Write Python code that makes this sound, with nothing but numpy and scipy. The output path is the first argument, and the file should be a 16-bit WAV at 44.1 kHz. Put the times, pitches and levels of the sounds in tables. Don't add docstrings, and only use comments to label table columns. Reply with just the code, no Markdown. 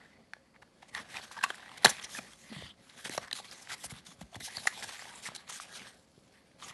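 import sys
import numpy as np
from scipy import signal
from scipy.fft import rfft, irfft, next_fast_len
from scipy.io import wavfile
from scipy.ndimage import uniform_filter1d, map_coordinates

SR = 44100
rng = np.random.default_rng(int(sys.argv[2]) if len(sys.argv) > 2 else 0)


def store_wav(level_fs):
    pcm = np.round(np.clip(np.atleast_2d(level_fs), -1, 1) * 32767)
    wavfile.write(sys.argv[1], SR, pcm.T.astype(np.int16))


def attenuation_scalar(level_db):
    decades = np.asarray(level_db, float) / 20
    return 10 ** decades


N = 296793

# (frequency [Hz], width [Hz], level [dB])
BOX_MODES = [(800, 180, -2), (1160, 280, -2), (1647, 230, 0.5), (1950, 230, 2), (2400, 790, -6.5),
             (3240, 1000, -6), (4050, 270, -1.5), (4356, 430, -6)]
# (frequency [Hz], width [Hz], level [dB])
SKIN_BANDS = [(5180, 770, -1.5), (6410, 900, 0.5), (7360, 800, 0.5), (8640, 1100, -1), (9700, 990, -0.5),
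              (11500, 1760, -6.5)]


def unit(x):
    return x / np.sqrt(np.mean(x ** 2) + 1e-20)


def along(points, hz):
    f, v = np.transpose(points)
    return np.interp(np.log(hz + 1), np.log(f + 1), v)


def wobble(rate):
    knots = rng.standard_normal(int(N * rate / SR) + 4)
    return map_coordinates(knots, [np.arange(N) * rate / SR])


def filtered(x, response):
    m = next_fast_len(N + 8192)
    return irfft(rfft(x, m) * response(np.fft.rfftfreq(m, 1 / SR)), m)[..., :N]


def coloured(x, spectrum):
    return unit(filtered(x, lambda hz: attenuation_scalar(along(spectrum, hz))))


def mode(hz, centre_hz, width_hz, db):
    return attenuation_scalar(db) * 1j * hz * width_hz / (centre_hz ** 2 - hz ** 2 + 1j * hz * width_hz)


def resonant(modes):
    return lambda hz: sum((-1) ** k * mode(hz, *row) for k, row in enumerate(modes))


def ring(t, hz, t60, attack, sag):
    cycles = hz * t * (1 + sag * (.15 - t / t60))
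    swell = (1 - np.exp(-t / attack)) ** 2
    swing = np.sin(2 * np.pi * cycles) * attenuation_scalar(-60 * t / t60) * swell
    return swing / np.max(np.abs(swing))


def air():
    # (frequency [Hz], level [dB])
    air_spectrum = [(15, -38), (30, -8.5), (50, -0.5), (100, -6), (230, -0.5), (400, -9.5), (640, -16.5),
                    (760, -14), (1000, -13.5), (2500, -24), (3260, -22.5), (3900, -27), (4420, -16.5),
                    (5500, -25), (11500, -30.5), (16000, -78.5)]
    air_db, hum_db = -68, -77.5
    noise = coloured(rng.standard_normal(N), air_spectrum)
    hum = filtered(rng.standard_normal(N), lambda hz: mode(hz, centre_hz=542.6, width_hz=17, db=0) ** 2)
    return attenuation_scalar(air_db) * noise + attenuation_scalar(hum_db) * unit(hum)


def room(x):
    # (frequency [Hz], t60 [s])
    decay_times = [(200, 0.27), (2000, 0.24), (10000, 0.3)]
    hz, t, z = signal.stft(rng.standard_normal(SR // 2), SR, nperseg=256)
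    decay = attenuation_scalar(-60 * t / along(decay_times, hz)[:, None])
    tail = signal.istft(z * decay, SR, nperseg=256)[1]
    delayed = np.pad(x, (round(.003 * SR), 0))
    return signal.fftconvolve(delayed, tail / np.linalg.norm(tail))[:N]


def thuds():
    # (time [s], level [dB], pitch [Hz], t60 [s])
    blows = [(0.952, -55, 108, 0.027), (1.142, -50, 118, .032), (1.4375, -46.5, 242, 0.042),
             (1.5026, -38.5, 445, 0.02), (1.847, -20, 470, 0.017), (1.8571, -20, 480, 0.021),
             (1.858, -29.5, 175, 0.04), (1.91, -46, 240, .04), (2.186, -39, 230, 0.054),
             (2.515, -38.5, 229, 0.11), (2.563, -39, 158, 0.079), (2.6313, -42, 92, 0.044),
             (3.0558, -42.5, 188, 0.028), (3.096, -32, 300, 0.015), (3.178, -42, 156, 0.036),
             (3.8528, -49, 140, 0.048), (3.923, -36.5, 135, 0.028), (4.084, -53.5, 186, 0.1),
             (4.213, -39.5, 190, 0.059), (4.361, -39.5, 230, 0.038), (4.4093, -47.5, 210, 0.035),
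             (4.573, -44, 124, 0.039), (4.6673, -43, 280, 0.019), (4.824, -50, 242, 0.047),
             (5.286, -45, 170, 0.033), (6.1768, -48, 170.7, 0.027), (6.178, -52, 400, .02),
             (6.7, -50, 150, .05), (2.44, -55, 198, 0.071), (2.501, -46, 220, .04), (1.85, -26, 227, 0.048),
             (3.934, -54, 60, 0.081), (3.86, -54, 65, .08), (3.96, -49, 150, .05), (3.99, -56, 200, .1),
             (4.227, -46, 75, 0.075), (4.366, -39.5, 110, 0.043), (4.42, -54, 75, .06),
             (2.585, -45, 190, 0.073), (2.66, -51, 110, 0.056), (4.185, -54, 100, 0.054),
             (3.333, -46.5, 298, 0.022)]
    # (frequency [Hz], level [dB])
    shaken_palm = [(30, -21.5), (60, -3), (150, -2.5), (300, -10), (700, -46)]
    shake_at_150_db, fall_db = -16.5, 6.5
    t = np.arange(SR // 5) / SR
    walls, shake = np.zeros((2, N + SR))
    for s, db, hz, t60 in blows:
        start = round(s * SR)
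        swing = ring(t, hz, t60, attack=.15 / hz, sag=0.42)
        low_cut = signal.butter(2, .5 * hz, "high", fs=SR)
        walls[start:][:len(t)] += attenuation_scalar(db) * signal.lfilter(*low_cut, swing)
        shake_db = db + shake_at_150_db - fall_db * np.log2(hz / 150)
        shake[start:][:len(t)] += attenuation_scalar(shake_db - 60 * t / (3.8 * t60)) * (1 - np.exp(-t / 0.0022))
    return walls[:N] + shake[:N] * coloured(rng.standard_normal(N), shaken_palm)


def cracks():
    # (time [s], level before the trim below [dB], t60 [s])
    treble_cracks = [(0.333, -57, 0.0063), (0.9483, -25, 0.008), (1.1657, -32, 0.008), (1.3139, -45, 0.008),
                     (1.4379, -24, 0.0072), (1.544, -36.5, 0.008), (1.7754, -44, 0.008),
                     (1.8467, -19.5, 0.0087), (1.8505, -12, .006), (1.857, -13, .01), (1.908, -26, .01),
                     (1.8929, -21.5, 0.008), (1.8983, -19.5, 0.008), (2.0268, -37, 0.008),
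                     (2.0403, -40, 0.008), (2.3324, -37, 0.0087), (3.0485, -37, 0.008),
                     (3.0944, -21.5, 0.008), (3.1765, -20.5, 0.0088), (3.3119, -38, 0.0073),
                     (3.329, -23, 0.0096), (3.5124, -34, 0.0087), (3.702, -40, 0.008), (3.7199, -34, 0.008),
                     (3.843, -31, 0.008), (3.902, -38, 0.008), (4.0667, -36, 0.01), (4.2105, -41, 0.01),
                     (4.3433, -37, 0.008), (4.359, -35, 0.008), (4.4069, -34, 0.008), (4.567, -31, 0.0088),
                     (4.669, -23, 0.0066), (4.8344, -35, 0.008), (4.8898, -40, 0.008),
                     (5.2295, -34, 0.0081), (5.3497, -26, 0.008), (5.3612, -22, 0.008), (5.497, -27, 0.013),
                     (5.5982, -42, 0.0083), (5.8185, -41.5, .007), (5.712, -43, .008), (5.735, -42.5, .007),
                     (1.7165, -42.5, 0.0073), (1.185, -37, .007), (1.142, -31, .007), (4.4015, -37, .008),
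                     (6.631, -37, 0.0079)]
    trim_db = -2.5
    t, shape = np.arange(SR // 20) / SR, np.zeros(N + SR)
    for s, db, t60 in treble_cracks:
        fade = attenuation_scalar(db + trim_db - 60 * t / t60)
        shape[round(s * SR):][:len(t)] += fade * (1 - np.exp(-t / 0.0022))
    return shape[:N] * unit(filtered(rng.standard_normal(N), resonant(SKIN_BANDS)))


def scrapes():
    # (time [s], length [s], level [dB], first pitch [Hz], last pitch [Hz])
    drags = [(.965, 0.044, -53, 1153, 1130), (1.215, 0.041, -56, 3300, 3270), (1.209, .02, -55, 4300, 4200),
             (1.238, .018, -57, 6200, 6000), (1.361, 0.023, -47, 1153, 1042),
             (1.372, 0.012, -48, 5180, 5080), (1.919, 0.082, -70, 4150, 3980),
             (1.92, 0.085, -56, 2415, 2520), (2.016, 0.02, -51, 3200, 3300),
             (2.022, 0.012, -41, 5700, 5910), (2.038, 0.0224, -43, 6060, 5450),
             (2.039, .016, -42, 3320, 3370), (2.104, 0.058, -56, 3400, 3560),
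             (2.153, 0.0405, -48.5, 1800, 1408), (2.438, .04, -64.5, 1895, 1860),
             (2.501, 0.176, -59.5, 2004, 1887), (2.52, 0.14, -56.5, 3300, 3600),
             (2.498, .2, -61.5, 4300, 4660), (2.551, .17, -57.5, 3036, 3200),
             (2.67, 0.057, -62, 3520, 3380), (.005, 0.065, -62, 1950, 1800), (.11, 0.073, -68, 2050, 2050),
             (.225, .04, -74, 2000, 2050), (3.102, 0.041, -51.5, 4130, 4160), (3.1, 0.044, -53, 1903, 2060),
             (3.349, .065, -54, 4100, 4000), (3.391, 0.02, -50, 906, 724), (4.403, 0.086, -53, 3850, 3920),
             (4.476, 0.035, -52.5, 1800, 1880), (4.474, 0.016, -47.5, 800, 849),
             (4.545, 0.075, -50, 4320, 3890), (4.731, 0.083, -55.5, 3900, 3410),
             (4.831, 0.02, -56, 800, 800), (4.936, .04, -53, 1890, 2036), (5.005, 0.019, -50, 4500, 5240),
             (5.069, .05, -61, 1595, 1650), (5.041, 0.142, -58.5, 900, 951), (4.7, .05, -60.5, 1097, 1007),
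             (5.147, 0.02, -53, 8500, 7550), (5.252, 0.035, -45.5, 1950, 1950),
             (5.255, 0.028, -49, 8000, 7800), (.94, 0.0726, -47.5, 2000, 1750),
             (.965, 0.035, -55.5, 5660, 5280), (0.954, .05, -61, 3300, 3230),
             (1.083, 0.044, -61, 1800, 1677), (1.893, .012, -39.5, 5730, 6110),
             (1.872, 0.013, -39.5, 4500, 4620), (3.471, 0.098, -60, 4300, 4240),
             (3.54, 0.064, -65, 2100, 2000), (3.512, 0.017, -55, 3550, 3530),
             (3.699, 0.039, -46, 1585, 1480), (3.713, 0.036, -47, 5000, 4930),
             (3.8, 0.038, -58, 3500, 3350), (3.844, 0.0294, -51, 5970, 5720),
             (3.841, 0.03, -43, 9500, 9300), (3.9, 0.021, -56, 2210, 2000), (3.958, 0.037, -59, 3500, 3550),
             (4.091, 0.033, -60, 3500, 3430), (4.405, 0.022, -50, 2010, 2000),
             (5.37, 0.036, -57.5, 4170, 4160), (5.492, 0.016, -54, 3680, 3620),
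             (5.522, 0.054, -52, 7200, 6940), (5.73, 0.057, -54, 4260, 4150),
             (5.775, 0.06, -61, 2885, 2833), (6.612, 0.0464, -56.5, 3600, 3040),
             (6.632, 0.029, -52, 6500, 6760), (6.638, 0.023, -57, 1188, 1170),
             (6.678, 0.024, -56, 5700, 5500)]
    sharpness, edge_s, uneven_db = 5.1, .008, 1.5
    settle = 600
    out, uneven = np.zeros(N), attenuation_scalar(uneven_db * wobble(150))
    grit = rng.standard_normal((len(drags), 2, SR // 4))
    for (s, length, db, first_hz, last_hz), pair in zip(drags, grit):
        t = np.arange(min(round(length * SR), SR // 4 - settle)) / SR
        pole = np.exp(-np.pi * first_hz / sharpness / SR)
        slow = signal.lfilter([1], np.poly([pole, pole]), pair)
        a, b = slow[:, settle:][:, :len(t)]
        phase = 2 * np.pi * (first_hz * t + (last_hz - first_hz) * t ** 2 / (2 * length))
        sung = unit(a * np.cos(phase) + b * np.sin(phase))
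        edge = np.clip(np.minimum(t, length - t) / edge_s, 0, 1)
        out[round(s * SR):][:len(t)] += attenuation_scalar(db) * edge * sung
    return out * uneven


def friction(catches, spread_db, grain_db, patchy_db):
    z = signal.stft(rng.standard_normal(N), nperseg=256)[2]
    field = uniform_filter1d(rng.standard_normal(z.shape), size=4, axis=0)
    field = uniform_filter1d(field, size=14, axis=1)
    rush = signal.istft(z * attenuation_scalar(patchy_db * unit(field)), nperseg=256)[1][:N]
    chance, size, sign = rng.random((3, N))
    caught = chance < catches * attenuation_scalar(5 * wobble(30)) / SR
    grains = caught * attenuation_scalar(-spread_db * np.log(size + .03)) * np.sign(sign - .5)
    return unit(unit(rush) + attenuation_scalar(grain_db) * unit(grains))


def gripped(force, modes, grip_db):
    parts = []
    for k, row in enumerate(modes):
        freed = (-1) ** k * attenuation_scalar(grip_db * wobble(14))
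        parts.append(freed * filtered(force, lambda hz: mode(hz, *row)))
    return unit(sum(parts))


def contact(rub_db, slick_db):
    flap_share, flap_db = 0.51, -0.5
    flap_rub_db = rub_db + flap_share * slick_db + flap_db
    return attenuation_scalar(2 * np.array([rub_db, flap_rub_db, rub_db + slick_db]))


def pressure():
    # (time [s], grip as wall rub [dB], slickness as skin hiss over wall rub [dB])
    handling = [(0.0, -61.5, -17), (0.12, -71, -12), (0.6, -82.5, -9), (0.9, -69, -9), (1.05, -61, -16),
                (1.1, -58.5, -6.5), (1.35, -57.5, -10), (1.8, -55, -14), (1.99, -57.5, -17),
                (2.07, -56, -9), (2.17, -64, 7), (2.24, -63, -5), (2.37, -74, 7), (2.42, -66.5, 6.5),
                (2.55, -53, -15), (2.7, -80.5, -6), (2.9, -64, -1), (3.14, -63, -2), (3.24, -62, -12),
                (3.3, -63, -13), (3.58, -61, 3), (3.9, -62.5, -16), (4.16, -69.5, -9.5), (4.38, -74, -1),
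                (4.5, -54.5, -7.5), (4.56, -55.5, 3), (4.7, -57, 2.5), (4.92, -54.5, 0),
                (5.05, -55.5, -3.5), (5.19, -58.5, -1.5), (5.32, -54.5, -19), (5.4, -61, -9),
                (5.44, -66.5, -9), (5.52, -68, -4), (5.74, -55.5, -4), (5.87, -57, -7.5), (6.0, -78, 4),
                (6.58, -74.5, -7), (6.73, -60.5, -14.5)]
    # (time [s], length [s], wall rub before the stroke's shape [dB],
    # slickness [dB], place of the peak before clipping [0-1])
    scuffs = [(0.0, 0.2, -73, -38, 0.1), (0.538, 0.036, -64.5, -38, 0.6), (0.617, 0.016, -55.5, -30, 0.5),
              (0.82, 0.021, -57.5, -20, 0.23), (0.88, 0.024, -60.5, -0.5, 0.4),
              (0.927, .025, -55.5, -9, 0.9), (0.944, 0.05, -44, -15, 0.47), (0.986, 0.048, -52.5, -6.5, .4),
              (1.081, 0.077, -59.5, 1, 0.6), (1.138, 0.067, -44.5, -12, 0.35),
              (1.211, 0.05, -55, -3.5, 0.53), (1.313, 0.028, -52.5, -5, 0.14),
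              (1.364, 0.022, -43.5, -20, 0.66), (1.428, 0.021, -37.5, -4.5, 0.7),
              (1.484, 0.041, -52, -2, 0.34), (1.545, 0.018, -61.5, 7, .6), (1.769, 0.015, -50, -3.5, 0.8),
              (1.846, 0.006, -20.5, -2, 0.44), (1.855, 0.0076, -20.5, -5, 0.5),
              (1.863, 0.058, -41.5, -5.5, 0.1), (1.82, 0.021, -57, 2, .8), (1.893, 0.014, -52, 18, .5),
              (1.897, .017, -57.5, 13.5, .7), (1.913, 0.049, -50, -20, 0.13), (1.945, 0.064, -50, -10, 0.7),
              (2.01, 0.027, -55, -1, 0.4), (2.033, 0.025, -52.5, 5.5, 0.36),
              (2.088, 0.073, -65.5, 14.5, 0.4), (2.133, .045, -62.5, 15, .6),
              (2.137, 0.058, -52.5, 3.5, 0.8), (2.193, 0.19, -64, -1.5, 0.04), (2.486, 0.24, -59, -2, 0.37),
              (2.96, 0.097, -61, 2, 0.43), (3.042, 0.046, -45, -2.5, 0.2), (3.095, 0.096, -51.5, 4, 0.58),
              (3.211, 0.059, -54, -8, 0.3), (3.272, 0.015, -55, -12, 0.3), (3.33, 0.081, -54, 4.5, 0.48),
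              (3.445, 0.022, -55, -5, 0.16), (3.514, 0.025, -51.5, 0, 0.5),
              (3.611, 0.025, -68.5, 14.5, 0.6), (3.687, 0.068, -47, -1, 0.6),
              (3.771, 0.073, -73.5, 19.5, 0.57), (3.833, 0.039, -52.5, 5.5, 0.25),
              (3.895, 0.035, -55.5, 6.5, 0.53), (3.913, 0.1, -60.5, 0.5, 0.56),
              (4.047, 0.11, -63.5, 5, 0.2), (4.184, 0.027, -65, -4, 0.8), (4.209, 0.014, -57, -1.5, 0.1),
              (4.221, 0.014, -61.5, -9, 0.35), (4.313, 0.049, -64, -2, 0.6),
              (4.353, 0.015, -49.5, -2.5, 0.3), (4.399, 0.027, -54.5, 3, 0.23),
              (4.411, 0.083, -59.5, 14.5, 0.43), (4.54, 0.064, -56, -8, 0.85),
              (4.669, 0.015, -37, -7.5, 0.25), (4.675, 0.013, -46, 2, .6), (4.722, 0.089, -57, -6, 0.7),
              (4.822, 0.027, -47, 0.5, 0.9), (4.887, 0.017, -53.5, 2.5, .3), (5.223, 0.03, -58, 9, 0.45),
              (5.235, 0.057, -51, 6, 0.6), (5.346, 0.026, -51, 5.5, 0.5), (5.468, 0.025, -56, -8, 0.55),
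              (5.485, 0.029, -49, 0, 0.5), (5.5, 0.096, -51.5, 2, 0.43), (5.6, 0.041, -62, 12.5, 0.34),
              (5.711, 0.071, -56, 2.5, 0.78), (5.859, 0.045, -62, 3.5, 0.53),
              (6.315, 0.11, -67.5, -7.5, 0.18), (6.583, 0.094, -56.5, -2, 0.57),
              (6.651, 0.066, -54, 1, 0.58)]
    rumble_db, grip_at_db, follows = -65, -58.5, .3
    t = np.arange(N) / SR
    s, *controls = np.transpose(handling)
    grip_db, slick_db = [np.interp(t, s, c) for c in controls]
    power = contact(grip_db, slick_db)
    for start, length, stroke_db, stroke_slick_db, top in scuffs:
        span = slice(round(start * SR), round((start + length) * SR))
        u, top = (t[span] - start) / length, np.clip(top, .1, .8)
        edge = np.clip(np.minimum(u / top, (1 - u) / (1 - top)), 0, 1)
        power[:, span] += np.outer(contact(stroke_db, stroke_slick_db), 1.44 * edge ** 1.22)
    wall_db = 10 * np.log10(power[0])
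    return [attenuation_scalar(rumble_db + follows * (wall_db - grip_at_db)), *np.sqrt(power)]


def rubbing():
    # (frequency [Hz], level [dB])
    palm_spectrum = [(30, -30), (60, -4), (120, -4.5), (220, -0.5), (320, -9), (500, -7), (750, -7.5),
                     (1500, -55)]
    rumble, wall_rub, flap_rub, hiss = pressure()
    stick = wobble(50) + wobble(220)
    force = friction(catches=260, spread_db=3, grain_db=-3.5, patchy_db=1.5)
    walls = wall_rub * gripped(force, BOX_MODES[:5], grip_db=3.0)
    flaps = flap_rub * gripped(force, BOX_MODES[5:], grip_db=1.0)
    skin_force = 0.11 * force + friction(catches=1300, spread_db=2.5, grain_db=-6, patchy_db=1.0)
    skin = hiss * gripped(skin_force, SKIN_BANDS, grip_db=2.0)
    palm = rumble * attenuation_scalar(3.0 * wobble(25)) * coloured(rng.standard_normal(N), palm_spectrum)
    return attenuation_scalar(1.1 * stick) * (walls + flaps) + attenuation_scalar(1.3 * stick) * skin + palm


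def ticks(count):
    top_db, over_rub_db, scatter_db = -48.5, 4, 4.5
    middle_hz, octaves, t60 = 1800, 1.2, 0.0043
    when, size, pitch = rng.random((count, 3)).T
    wall_rub = pressure()[1]
    rub_db = 20 * np.log10(wall_rub[(when * N).astype(int)])
    db = np.minimum(rub_db, top_db) + over_rub_db - scatter_db * np.log(size + 0.065)
    hz = middle_hz * 2 ** (octaves * (2 * pitch - 1))
    return [(a * N / SR, b, c, t60) for a, b, c in zip(when, db, hz)]


def snaps():
    # (time [s], level before the part trims below [dB], pitch [Hz], t60 [s])
    edge_releases = [(.3349, -24, 1800, 0.0053), (.6265, -42, 1950, 0.0068), (.63, -42, 850, .008),
                     (.562, -45, 1900, 0.0094), (.366, -45, 600, 0.012), (.8294, -37, 865, 0.0083),
                     (.9494, -24, 1950, 0.012), (.9496, -23.5, 3980, 0.0032), (1.1428, -45, 3000, 0.0053),
                     (1.502, -29.5, 3220, 0.021), (1.895, -30, 633, .018), (4.8902, -31.5, 4400, 0.0136),
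                     (1.1686, -24, 2520, 0.012), (1.1853, -31, 1990, 0.0069), (1.3128, -32.5, 1193, 0.0086),
                     (1.3755, -32, 940, 0.036), (1.388, -28.5, 1730, 0.019), (1.41, -29, 1650, 0.021),
                     (1.426, -29, 1650, 0.025), (1.4368, -15, 1640, 0.019), (1.4383, -15.5, 1095, 0.026),
                     (1.4456, -19.5, 1155, 0.02), (1.463, -26, 1220, 0.003), (1.5035, -20, 1640, 0.008),
                     (1.5443, -32.5, 1800, 0.0082), (1.716, -36, 1040, 0.0074), (1.581, -36, 1500, 0.0052),
                     (1.596, -38, 1800, 0.0079), (1.68, -39, 1900, .008), (1.766, -39, 1820, .007),
                     (1.694, -38, 3300, .006), (1.716, -41, 3000, 0.0051), (1.8337, -32, 1940, 0.01),
                     (1.8468, -5.5, 800, 0.017), (1.8454, -6, 4370, 0.0049), (1.8489, -5.5, 4070, 0.0045),
                     (1.8482, -10.5, 9100, 0.0048), (1.8483, -13.5, 7500, .004), (1.8507, -14, 5400, .005),
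                     (1.8935, -19.5, 7540, .003), (1.901, -25, 3800, .006), (1.8507, -0.5, 4150, 0.007),
                     (1.851, -15.5, 927, 0.037), (1.8565, -14, 1670, 0.013), (1.859, -8.5, 1890, 0.006),
                     (1.8685, -19, 745, 0.0067), (2.1485, -28, 1800, 0.021), (2.027, -43, 2830, .007),
                     (1.997, -30.5, 3400, .007), (1.911, -35.5, 2000, .008), (1.883, -28, 2300, .007),
                     (2.1875, -27, 2480, 0.015), (2.334, -39.5, 3400, 0.0082), (2.525, -33, 500, 0.0068),
                     (2.623, -32, 523, 0.0094), (2.898, -36, 4020, 0.0046), (3.0509, -28.5, 1850, 0.0095),
                     (3.0565, -25.5, 3240, 0.0074), (3.096, -26.5, 2100, 0.0046), (3.1783, -17, 636, 0.013),
                     (3.3121, -23.5, 4000, 0.0044), (3.3141, -28, 1860, 0.01),
                     (3.3292, -16.5, 4110, 0.0077), (3.3887, -32.5, 1150, 0.0052), (3.4, -32, 740, .01),
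                     (3.33, -31, 6200, .006), (3.449, -43, 2800, 0.0052), (3.696, -34, 1600, 0.0071),
                     (3.5128, -30.5, 5300, 0.0056), (3.7026, -31, 1980, 0.012), (3.7192, -36, 1340, 0.01),
                     (3.8428, -32.5, 720, 0.013), (4.0666, -38, 3690, 0.011), (4.2138, -33, 710, 0.011),
                     (4.3471, -32.5, 790, 0.0088), (4.406, -33.5, 2000, 0.006), (4.569, -19.5, 4670, 0.01),
                     (4.5821, -32.5, 1710, 0.0077), (4.656, -28, 760, 0.01), (4.6712, -9.5, 1950, 0.02),
                     (4.6718, -25, 800, 0.023), (4.672, -24.5, 1270, 0.013), (4.8252, -28, 2100, 0.007),
                     (4.844, -33, 810, 0.011), (4.9934, -31.5, 1960, 0.0081), (5.0212, -37, 1920, 0.012),
                     (5.0545, -39, 730, 0.014), (5.1374, -40, 1950, 0.0076), (5.138, -36, 920, 0.0075),
                     (4.778, -36, 3550, 0.017), (4.91, -38, 1900, 0.0089), (4.936, -44, 1900, 0.006),
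                     (4.955, -38, 2100, .007), (5.096, -41, 1500, 0.0064), (4.4834, -36, 1760, 0.021),
                     (2.1675, -36, 2510, 0.03), (3.2406, -37.5, 1906, 0.0057), (3.6729, -34, 1930, 0.0072),
                     (4.326, -42, 710, 0.036), (5.253, -37, 1970, 0.02), (5.276, -33, 1900, .01),
                     (5.2879, -27, 1040, 0.0057), (5.35, -29, 4300, 0.0063), (5.3618, -27, 4160, 0.008),
                     (5.5996, -27, 1290, 0.0089), (5.8188, -34.5, 1700, 0.005), (5.679, -48, 719, 0.0092),
                     (5.736, -38, 4300, .006), (5.264, -31, 1910, 0.0092), (6.624, -35.5, 1204, 0.012),
                     (6.63, -36.5, 1230, 0.0136), (1.142, -38, 1660, 0.0064), (1.156, -32, 1390, 0.007),
                     (1.169, -32, 5500, .008), (1.197, -34, 800, .01), (1.215, -44, 3270, .007),
                     (1.4375, -14, 2710, 0.014), (1.438, -30, 4330, 0.0084), (1.507, -29.5, 800, 0.0096),
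                     (1.629, -36, 1690, 0.0081), (1.66, -36.5, 1760, .007), (1.693, -41, 1300, 0.011),
                     (1.776, -39, 1660, 0.0077), (2.0395, -34, 3300, 0.0062), (2.187, -28, 1420, .008),
                     (2.191, -34, 680, 0.021), (2.564, -39.5, 690, 0.0065), (2.992, -39, 1750, 0.01),
                     (3.12, -35, 1800, 0.0069), (3.138, -34, 2100, .008), (3.282, -41, 5300, .006),
                     (3.095, -30, 6400, .006), (3.059, -34, 420, 0.014), (3.149, -32, 644, 0.011),
                     (3.177, -23, 5800, 0.0081), (3.177, -26, 4080, 0.0058), (3.178, -24.5, 2100, 0.0045),
                     (3.179, -27.5, 1210, 0.015), (3.281, -36, 1850, 0.0088), (3.328, -21.5, 3130, 0.0074),
                     (3.329, -25, 4850, 0.0074), (3.445, -38, 3410, 0.0063), (4.525, -42, 1745, 0.0079),
                     (4.654, -39, 2400, .006), (4.671, -17, 7300, 0.0049), (4.766, -38, 3540, 0.0054),
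                     (4.864, -48, 3100, .006), (4.891, -36, 1300, 0.0075), (5.022, -35, 825, 0.0099),
                     (5.054, -36, 1900, 0.008), (5.318, -38.5, 650, 0.014), (1.869, -16.5, 3290, 0.0068),
                     (3.918, -37.5, 800, 0.0077), (4.116, -42.5, 1204, 0.011), (4.345, -33, 3500, 0.0089),
                     (4.356, -32, 1970, .008), (4.366, -37, 800, 0.012), (4.409, -40, 800, 0.0087),
                     (4.576, -33, 706, 0.01), (5.494, -36.5, 1330, 0.01), (5.517, -35, 900, 0.0046),
                     (5.692, -46, 1950, .007), (5.869, -40, 1210, 0.0078), (6.515, -50.5, 2040, 0.0053),
                     (6.631, -36, 3110, 0.0065), (6.71, -37, 1210, 0.01)]
    crack_at_2k_db, crack_rise_db = -22.5, 4.5
    crack_grows, hard_db = 0.24, -30.5
    jolt_fall_db = 5.5
    t = np.arange(SR // 20) / SR
    edge, jolt, crack = np.zeros((3, N + len(t)))
    noise = unit(filtered(rng.standard_normal(N), resonant(SKIN_BANDS)))
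    releases = edge_releases + ticks(count=700)
    bursts = rng.standard_normal((len(releases), len(t)))
    for (s, db, hz, t60), burst in zip(releases, bursts):
        at = slice(round(s * SR), round(s * SR) + len(t))
        start = (1 - np.exp(-t / (0.059 * t60))) ** 2
        fade = attenuation_scalar(-60 * t / (1.1 * t60))
        edge[at] += attenuation_scalar(db - 5.5) * ring(t, hz, t60, attack=0.039 * t60, sag=0.087)
        edge[at] += attenuation_scalar(db - 12.5) * ring(t, 1.2 * hz, 0.39 * t60, attack=0.018 * t60, sag=0.79)
        jolt_db = db - jolt_fall_db * max(np.log2(hz / 2500), 0)
        jolt[at] += attenuation_scalar(jolt_db + 4.0) * burst * start * fade
        jolt[at.start + round(.1 * t60 * SR)] += attenuation_scalar(jolt_db + 8.5)
        crack_db = db + crack_at_2k_db + crack_rise_db * np.log2(hz / 2000) + crack_grows * (db - hard_db)
        crack[at] += attenuation_scalar(crack_db) * np.sqrt(start) * fade
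    edges_heard = filtered(edge[:N], lambda hz: (1j * hz / (250 + 1j * hz)) ** 2)
    box = filtered(jolt[:N], resonant(BOX_MODES))
    return edges_heard + box + crack[:N] * noise


def scene():
    near = rubbing() + scrapes() + snaps() + cracks() + thuds()
    return (near + attenuation_scalar(-16.5) * room(near) + air())[None]


def top_cut(x):
    return signal.sosfilt(signal.butter(12, 12810, fs=SR, output="sos"), x)


def record(dry):
    rounded = dry / (1 + np.abs(dry / .8) ** 4) ** (1 / 4)

    def microphone(hz):
        return (1j * hz / (30 + 1j * hz)) ** 3 / np.sqrt(1 + (hz / 11600) ** 70)

    return top_cut(filtered(rounded, microphone))


dry = scene()
out = record(dry)
store_wav(out)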